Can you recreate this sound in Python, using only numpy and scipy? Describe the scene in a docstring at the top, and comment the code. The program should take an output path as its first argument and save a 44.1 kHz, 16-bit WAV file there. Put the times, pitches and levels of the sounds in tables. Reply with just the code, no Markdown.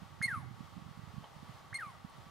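"""A steady distant rush fills a forest, and from the start soft low thumps buffet the microphone,
mostly on the right. At 0.2 s a squirrel on a conifer trunk gives an alarm call: a quick upward flick,
a sharp squeak rich in overtones, then a whistle that falls more than an octave over a little hiss.
The trees answer with a faint echo. Bark ticks faintly at 1.2 s and 1.7 s, a second, softer call
follows at once, and a last tiny tick comes at 2.1 s."""
import sys
import numpy as np
from scipy import signal
from scipy.fft import rfft, irfft, next_fast_len
from scipy.io import wavfile
from scipy.ndimage import map_coordinates

SR = 44100
rng = np.random.default_rng(int(sys.argv[2]) if len(sys.argv) > 2 else 0)


def transcribe(u):
    """Save the signal u as a 16-bit wav file named by the first command-line argument.

    u: samples, shape (n,) or (channels, n), limited to [-1, 1]; the rate is SR.
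    q: integer samples, one column per channel.
    """
    v = np.clip(np.atleast_2d(u).T, -1, 1)
    q = np.round(v * 32767).astype(np.int16)
    wavfile.write(sys.argv[1], SR, q)


N = 101430
TIME = np.arange(N) / SR

# tone colour of the distant rush and of its bass: f/Hz, level/dB
RUSH_COLOUR = [(100, -28), (350, -5), (480, -5.5), (650, -3.5), (850, -3), (1200, -4), (1600, -9.5),
               (2000, -9), (2400, -13.5), (3200, -11.5), (4800, -16.5), (7500, -23), (11000, -27),
               (15500, -30.5)]
BASS_COLOUR = [(20, -15.5), (60, 1), (150, -1.5), (300, -11.5), (500, -26), (1000, -60)]
# narrow bands that stand out in the rush: f/Hz, width/Hz, level/dB
RUSH_BANDS = [(800, 12.5, -70.5), (906, 30, -71.5), (1130.6, 22, -66.5), (1244, 120, -68.5),
              (1954, 21, -78)]
# how alike left and right sound: f/Hz, likeness (1 = the same, 0 = unrelated)
RUSH_LIKENESS = [(60, 0.23), (150, 0.4), (380, -0.09), (950, 0.67), (2380, 0.6), (5980, 0.57),
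                 (15000, 0.28)]
BASS_LIKENESS, HISS_LIKENESS = [(100, 0.27)], [(5000, 0.78)]
# thumps on the microphone: t/s, level/dB, f/Hz
MIC_THUMPS = [(.022, -36, 164), (.033, -39, 159), (0.211, -30.5, 162), (.262, -33.5, 154),
              (0.33, -37.5, 159), (.363, -40.5, 209), (.380, -36.5, 165), (0.453, -41, 156),
              (0.513, -37, 170), (.609, -31, 183), (.770, -35, 194), (0.781, -34.5, 161), (.825, -38, 150),
              (.865, -36, 138), (.891, -40, 174), (.914, -37.5, 135), (.977, -37.5, 176), (0.995, -36, 145),
              (1.040, -37, 132), (1.078, -38.5, 152), (1.143, -37, 160), (1.17, -37, 132),
              (1.184, -28.5, 148), (1.209, -44, 145), (1.367, -41, 141), (1.431, -37, 187),
              (1.483, -53, 191), (1.497, -37, 154), (1.87, -39, 151), (2.050, -32, 170.5),
              (2.186, -42.5, 166), (2.268, -42.5, 157)]
# loudness of the low flutter under the thumps: t/s, level/dB
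FLUTTER_LEVELS = [(0, -55), (.2, -49.5), (.4, -46.5), (.53, -44.5), (.7, -55.5), (.84, -45), (.95, -61.5),
                  (1.1, -52), (1.21, -49.5), (1.3, -62), (1.48, -47.5), (1.6, -60.5), (1.72, -55.5),
                  (1.8, -59), (1.89, -56), (2.0, -60.5), (2.3, -54)]
# tone colour of that flutter: f/Hz, level/dB
FLUTTER_COLOUR = [(20, -33), (45, -45), (85, 3), (140, 3), (210, -9), (300, -13.5), (450, -27), (900, -70)]
# bark ticks: t/s, level/dB, f/Hz, time to fade by 60 dB/s, crack level against the knock/dB, crack f/Hz
BARK_TICKS = [(1.2415, -40, 900, .017, -9, 3200), (1.708, -48, 950, .014, -9, 3300),
              (2.097, -65, 1100, .04, -1, 10500)]
# tone colour of a tick's crack: multiple of the crack's frequency, level/dB
CRACK_COLOUR = [(0.1, -50), (0.86, -14), (1, 0), (0.96, -20), (2, -50)]
# tone colour of the soft rubbing around a tick: f/Hz, level/dB
SCRAPE_COLOUR = [(300, -16), (750, 5), (1300, -6), (2200, -27), (3300, -9), (6000, -36), (12000, -55)]
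# how long the forest rings: f/Hz, time to fade by 60 dB/s
FOREST_FADE = [(500, 0.84), (2000, 0.82), (5000, 0.2), (10500, 0.49), (15000, 0.44)]
# tone colour of the echo from farther trees: f/Hz, level/dB
ECHO_COLOUR = [(1000, -15), (4300, -16), (8500, 0), (10500, 9), (13000, 5)]
# alarm calls: squeak t/s, swell/s, fade/s, squeak level/dB, mouth resonance f/Hz,
# flick's head start/s, flick level/dB, hiss level/dB
CALLS = [(0.225, 0.023, .019, -28.5, 10660, .011, -34.5, -57),
         (1.7418, 0.017, .016, -34.5, 8600, .014, -39.5, -63.5)]
# tone colour of the puff of air that starts a squeak: f/Hz, level/dB
PUFF_COLOUR = [(600, -20), (1500, 7), (2500, 3.5), (5000, 3.5), (9000, -18), (15000, -28)]
# the squeak's harmonics, lowest first: start level/dB, level after the swell/dB, fade/dB,
# left minus right/dB
SQUEAK_HARMONICS = [(-5.5, 1, 15, -2.8), (-23.5, -8.5, 17, 7), (-20, -32.5, 2, 3), (-21, -20.5, 4, 2.5),
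                    (-23.5, -26, 10, -2), (-33, -39, 2, 5), (-47, -46, 2, -2)]
# tone colour of the breath in the squeak and the hiss after it: f/Hz, level/dB
BREATH_COLOUR = [(2500, -2.5), (4000, -3), (7000, -7.5), (9000, -2), (10700, 1.5), (12500, -11.5),
                 (15500, -12)]
# the falling whistles, one list for each call: t/s, f/Hz, level/dB
WHISTLE_PATHS = [
    [(.273, 2130, -54), (.277, 2074, -48), (.283, 1945, -37), (.302, 1688, -42.5), (.322, 1552, -39),
     (.351, 1255, -39), (.373, 1141, -44), (.392, 1039, -52), (.410, 936, -65.5), (.433, 777, -56),
     (.446, 686, -70)],
    [(1.777, 2188, -66), (1.784, 2048, -66), (1.789, 1944, -41), (1.807, 1638, -47), (1.820, 1493, -44.5),
     (1.835, 1250, -43), (1.855, 1175, -47), (1.897, 1082, -55), (1.922, 906, -67), (1.935, 706, -71),
     (1.958, 584, -66)],
]
# each whistle's octave against its main tone, at the squeak's pitch: level/dB
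WHISTLE_OCTAVES = [-48, -40]

SQUEAK_HZ = 2144


def amp(db):
    """Turn decibels into a number to multiply by."""
    return 10 ** (np.asarray(db) / 20)


def unit(x):
    """Scale a signal so that its average strength (rms) is 1."""
    return x / np.sqrt(np.mean(x ** 2) + 1e-20)


def along(points, hz):
    """Read between the rows of an (f/Hz, value) table, giving each octave equal room."""
    freqs, values = np.transpose(points)
    return np.interp(np.log(hz + 1), np.log(freqs + 1), values)


def wobble(rate):
    """A smooth curve through `rate` random values a second."""
    return map_coordinates(rng.standard_normal(int(N * rate / SR) + 4), [TIME * rate])


def filtered(x, response):
    """Turn each frequency in x up or down by response(hz)."""
    size = next_fast_len(N + SR // 2)
    return irfft(rfft(x, size) * response(np.fft.rfftfreq(size, 1 / SR)), size)[..., :N]


def colour(points):
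    """Make a filter response from an (f/Hz, level/dB) table."""
    return lambda hz: amp(along(points, hz))


def noise(points):
    """Noise of strength 1 with the given tone colour."""
    return unit(filtered(rng.standard_normal(N), colour(points)))


def stereo_noise(response, likeness):
    """Noise of strength 1: one part shared by both ears, one part opposite in them."""
    def split(hz):
        angle = np.arccos(np.clip(along(likeness, hz), -1, 1)) / 2
        return response(hz) * np.array([np.cos(angle), np.sin(angle)])
    shared, opposite = filtered(rng.standard_normal((2, N)), split)
    return unit(np.array([shared + opposite, shared - opposite]))


def pan(x, db):
    """Make a sound `db` louder on the left than on the right."""
    return x * amp([[db / 2], [-db / 2]])


def gate(start, end, attack_s=0.0011, release_s=0.0045):
    """Fade in quickly at the start and out after the end."""
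    return np.clip((TIME - start) / attack_s, 0, 1) * np.clip(1 - (TIME - end) / release_s, 0, 1)


def phase_of(hz):
    """Add up a changing pitch into the angle of a sine wave."""
    return 2 * np.pi * np.cumsum(hz) / SR


def distant_rush(rush_db=-60, bass_db=-66.5):
    """Steady, gently wavering noise with a few narrow bands in it and a soft bass."""
    rush = amp(rush_db + 0.98 * wobble(6.43)) * stereo_noise(colour(RUSH_COLOUR), RUSH_LIKENESS)
    for centre, width, db in RUSH_BANDS:
        rush += amp(db) * stereo_noise(lambda hz: 1 / (1 + ((hz - centre) / width) ** 2), RUSH_LIKENESS)
    return rush + amp(bass_db) * stereo_noise(colour(BASS_COLOUR), BASS_LIKENESS)


def buffeting(width_cycles=0.44, skew_rad=0.84, swing_db=3, thump_left_db=-28.5, flutter_left_db=-14):
    """Dull thumps on the microphone, each about one wave long, over an uneven low flutter."""
    thumps = np.zeros(N)
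    for centre, db, hz in MIC_THUMPS:
        cycles = (TIME - centre) * hz
        bump = np.exp(-(cycles / width_cycles) ** 2 / 2)
        thumps += amp(db) * bump * np.cos(2 * np.pi * cycles + skew_rad)
    flutter_level = amp(np.interp(TIME, *np.transpose(FLUTTER_LEVELS)))
    flutter_level *= unit(amp(swing_db * wobble(55)))
    left = amp(thump_left_db) * thumps + amp(flutter_left_db) * flutter_level * noise(FLUTTER_COLOUR)
    right = thumps + flutter_level * noise(FLUTTER_COLOUR)
    return np.array([left, right])


def bark_ticks(scrape_db=-17.5, scrape_width_s=0.017, scrape_lag_s=0.007):
    """Each tick of bark is a small dry knock with a brief crack on top, inside a soft scrape."""
    out = np.zeros(N)
    for start, db, hz, fade_s, crack_db, crack_hz in BARK_TICKS:
        t = np.maximum(TIME - start, 0)
        knock = np.sin(2 * np.pi * hz * t)
        crack = amp(crack_db) * noise([(crack_hz * ratio, level) for ratio, level in CRACK_COLOUR])
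        out += amp(db - 60 * t / fade_s) * (TIME > start) * (knock + crack)
        bump = np.exp(-((TIME - start - scrape_lag_s) / scrape_width_s) ** 2 / 2)
        out += amp(db + scrape_db) * bump * noise(SCRAPE_COLOUR)
    return out


def reflect(x, pattern):
    """Play x through a stereo pattern of echoes, scaled so its left side has energy 1."""
    return signal.fftconvolve(x, pattern / np.linalg.norm(pattern[0]), axes=1)[:, :N]


def forest(calls, near_db=-12, tail_db=-20.5, far_db=-24, far_delay_s=0.125, far_spread_s=0.03):
    """Sound bounces off near trunks and branches, lingers softly, and returns from farther trees."""
    length = SR // 2
    hz, t, spectrum = signal.stft(rng.standard_normal((2, length)), SR, nperseg=256)
    fading = amp(-60 * t / along(FOREST_FADE, hz)[:, None])
    tail = signal.istft(spectrum * fading, SR, nperseg=256)[1]
    lag = np.arange(length) / SR
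    far = rng.standard_normal((2, length)) * np.exp(-((lag - far_delay_s) / far_spread_s) ** 2 / 2)
    near = np.zeros((2, length))
    bounce_s = 0.002 + 0.027 * rng.random(size=(2, 12))  # twelve quick bounces for each ear
    for ear, samples in zip(near, (SR * bounce_s).astype(int)):
        ear[samples] = rng.standard_normal(len(samples))
    # foliage scatters the sound, shifting its phase at random by about one radian
    blurred = np.real(signal.hilbert(calls) * np.exp(1j * wobble(500)))
    far_echo = amp(far_db) * filtered(reflect(blurred, far), colour(ECHO_COLOUR))
    return amp(near_db) * reflect(calls, near) + amp(tail_db) * reflect(blurred, tail) + far_echo


def hiss(start, db, rise_s=0.014, fade_s=0.48):
    """Airy hiss under the whistle that flickers and dies away."""
    t = np.maximum(TIME - start, 0)
    level = amp(db - 60 * t / fade_s + 2 * wobble(200)) * np.minimum(t / rise_s, 1)
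    return level * stereo_noise(colour(BREATH_COLOUR), HISS_LIKENESS)


def puff(start, db, fade_s=0.018):
    """A brief burst of air as the voice breaks into the squeak."""
    return amp(db - 60 * np.abs(TIME - start) / fade_s) * (TIME > start) * noise(PUFF_COLOUR)


def flick(start, db, from_hz=1150, to_hz=2387, rise_s=0.00532, peak_s=0.0029):
    """A short pure tone that shoots up to about the squeak's pitch."""
    t = np.maximum(TIME - start, 0)
    pitch = to_hz + (from_hz - to_hz) * np.exp(-t / rise_s)
    level = amp(db) * t / peak_s * np.exp(1 - t / peak_s)
    return level * np.sin(phase_of(pitch))


def whistle(path, octave_db, growth_db_per_octave=27, flutter_db=1.8):
    """A falling, fluttering tone; the octave above it comes out as the pitch sinks."""
    times, hz, db = np.transpose(path)
    pitch = np.interp(TIME, times, hz)
    phase = phase_of(pitch * (1 + 0.00587 * wobble(300)))
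    octave = amp(octave_db + growth_db_per_octave * np.log2(SQUEAK_HZ / pitch))
    level = amp(np.interp(TIME, times, db) + flutter_db * wobble(220)) * gate(times[0], times[-1])
    return np.sqrt(2) * level * (np.sin(phase) + octave * np.sin(2 * phase))


def squeak(start, swell, fade, db, mouth_hz, mouth_db=8, mouth_width_hz=1200):
    """A breathy note that starts bright, swells low down and fades; the mouth lifts nearby overtones."""
    waver_hz, waver_period_s, roughness_rad, breath_db = 32, 0.028, 0.013, -29
    t = TIME - start
    pitch = SQUEAK_HZ + waver_hz * np.cos(2 * np.pi * t / waver_period_s)
    phase = phase_of(pitch) + roughness_rad * wobble(1200)
    voice = amp(breath_db) * noise(BREATH_COLOUR)
    for k, (start_db, swell_db, fade_db, pan_db) in enumerate(SQUEAK_HARMONICS, 1):
        level_db = np.interp(t, [0, swell, swell + fade], [start_db, swell_db, swell_db - fade_db])
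        lift_db = mouth_db / (1 + ((k * SQUEAK_HZ - mouth_hz) / mouth_width_hz) ** 2)
        harmonic = amp(level_db + lift_db + 1.1 * wobble(300)) * np.sin(k * phase)
        voice = voice + pan(harmonic, pan_db)
    return amp(db) * gate(start, start + swell + fade) * voice


def squirrel(puff_db=-17, hiss_delay_s=0.047):
    """Two alarm calls: each is a flick, a squeak with a puff of air, then a whistle over hiss."""
    whistles = sum(whistle(path, db) for path, db in zip(WHISTLE_PATHS, WHISTLE_OCTAVES))
    out = pan(whistles, db=0.9)
    for start, swell, fade, db, mouth_hz, lead, flick_db, hiss_db in CALLS:
        out += flick(start - lead, flick_db)
        out += puff(start, db + puff_db)
        out += squeak(start, swell, fade, db, mouth_hz)
        out += hiss(start + hiss_delay_s, hiss_db)
    return out


def scene():
    """The squirrel and its forest echo, with the rush, the thumps and the bark ticks."""
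    calls = squirrel()
    return calls + forest(calls) + distant_rush() + buffeting() + bark_ticks()


def record(dry, top_hz=15700):
    """Cut away the very highest treble."""
    return filtered(dry, lambda hz: hz < top_hz)


dry = scene()
out = record(dry)
transcribe(out)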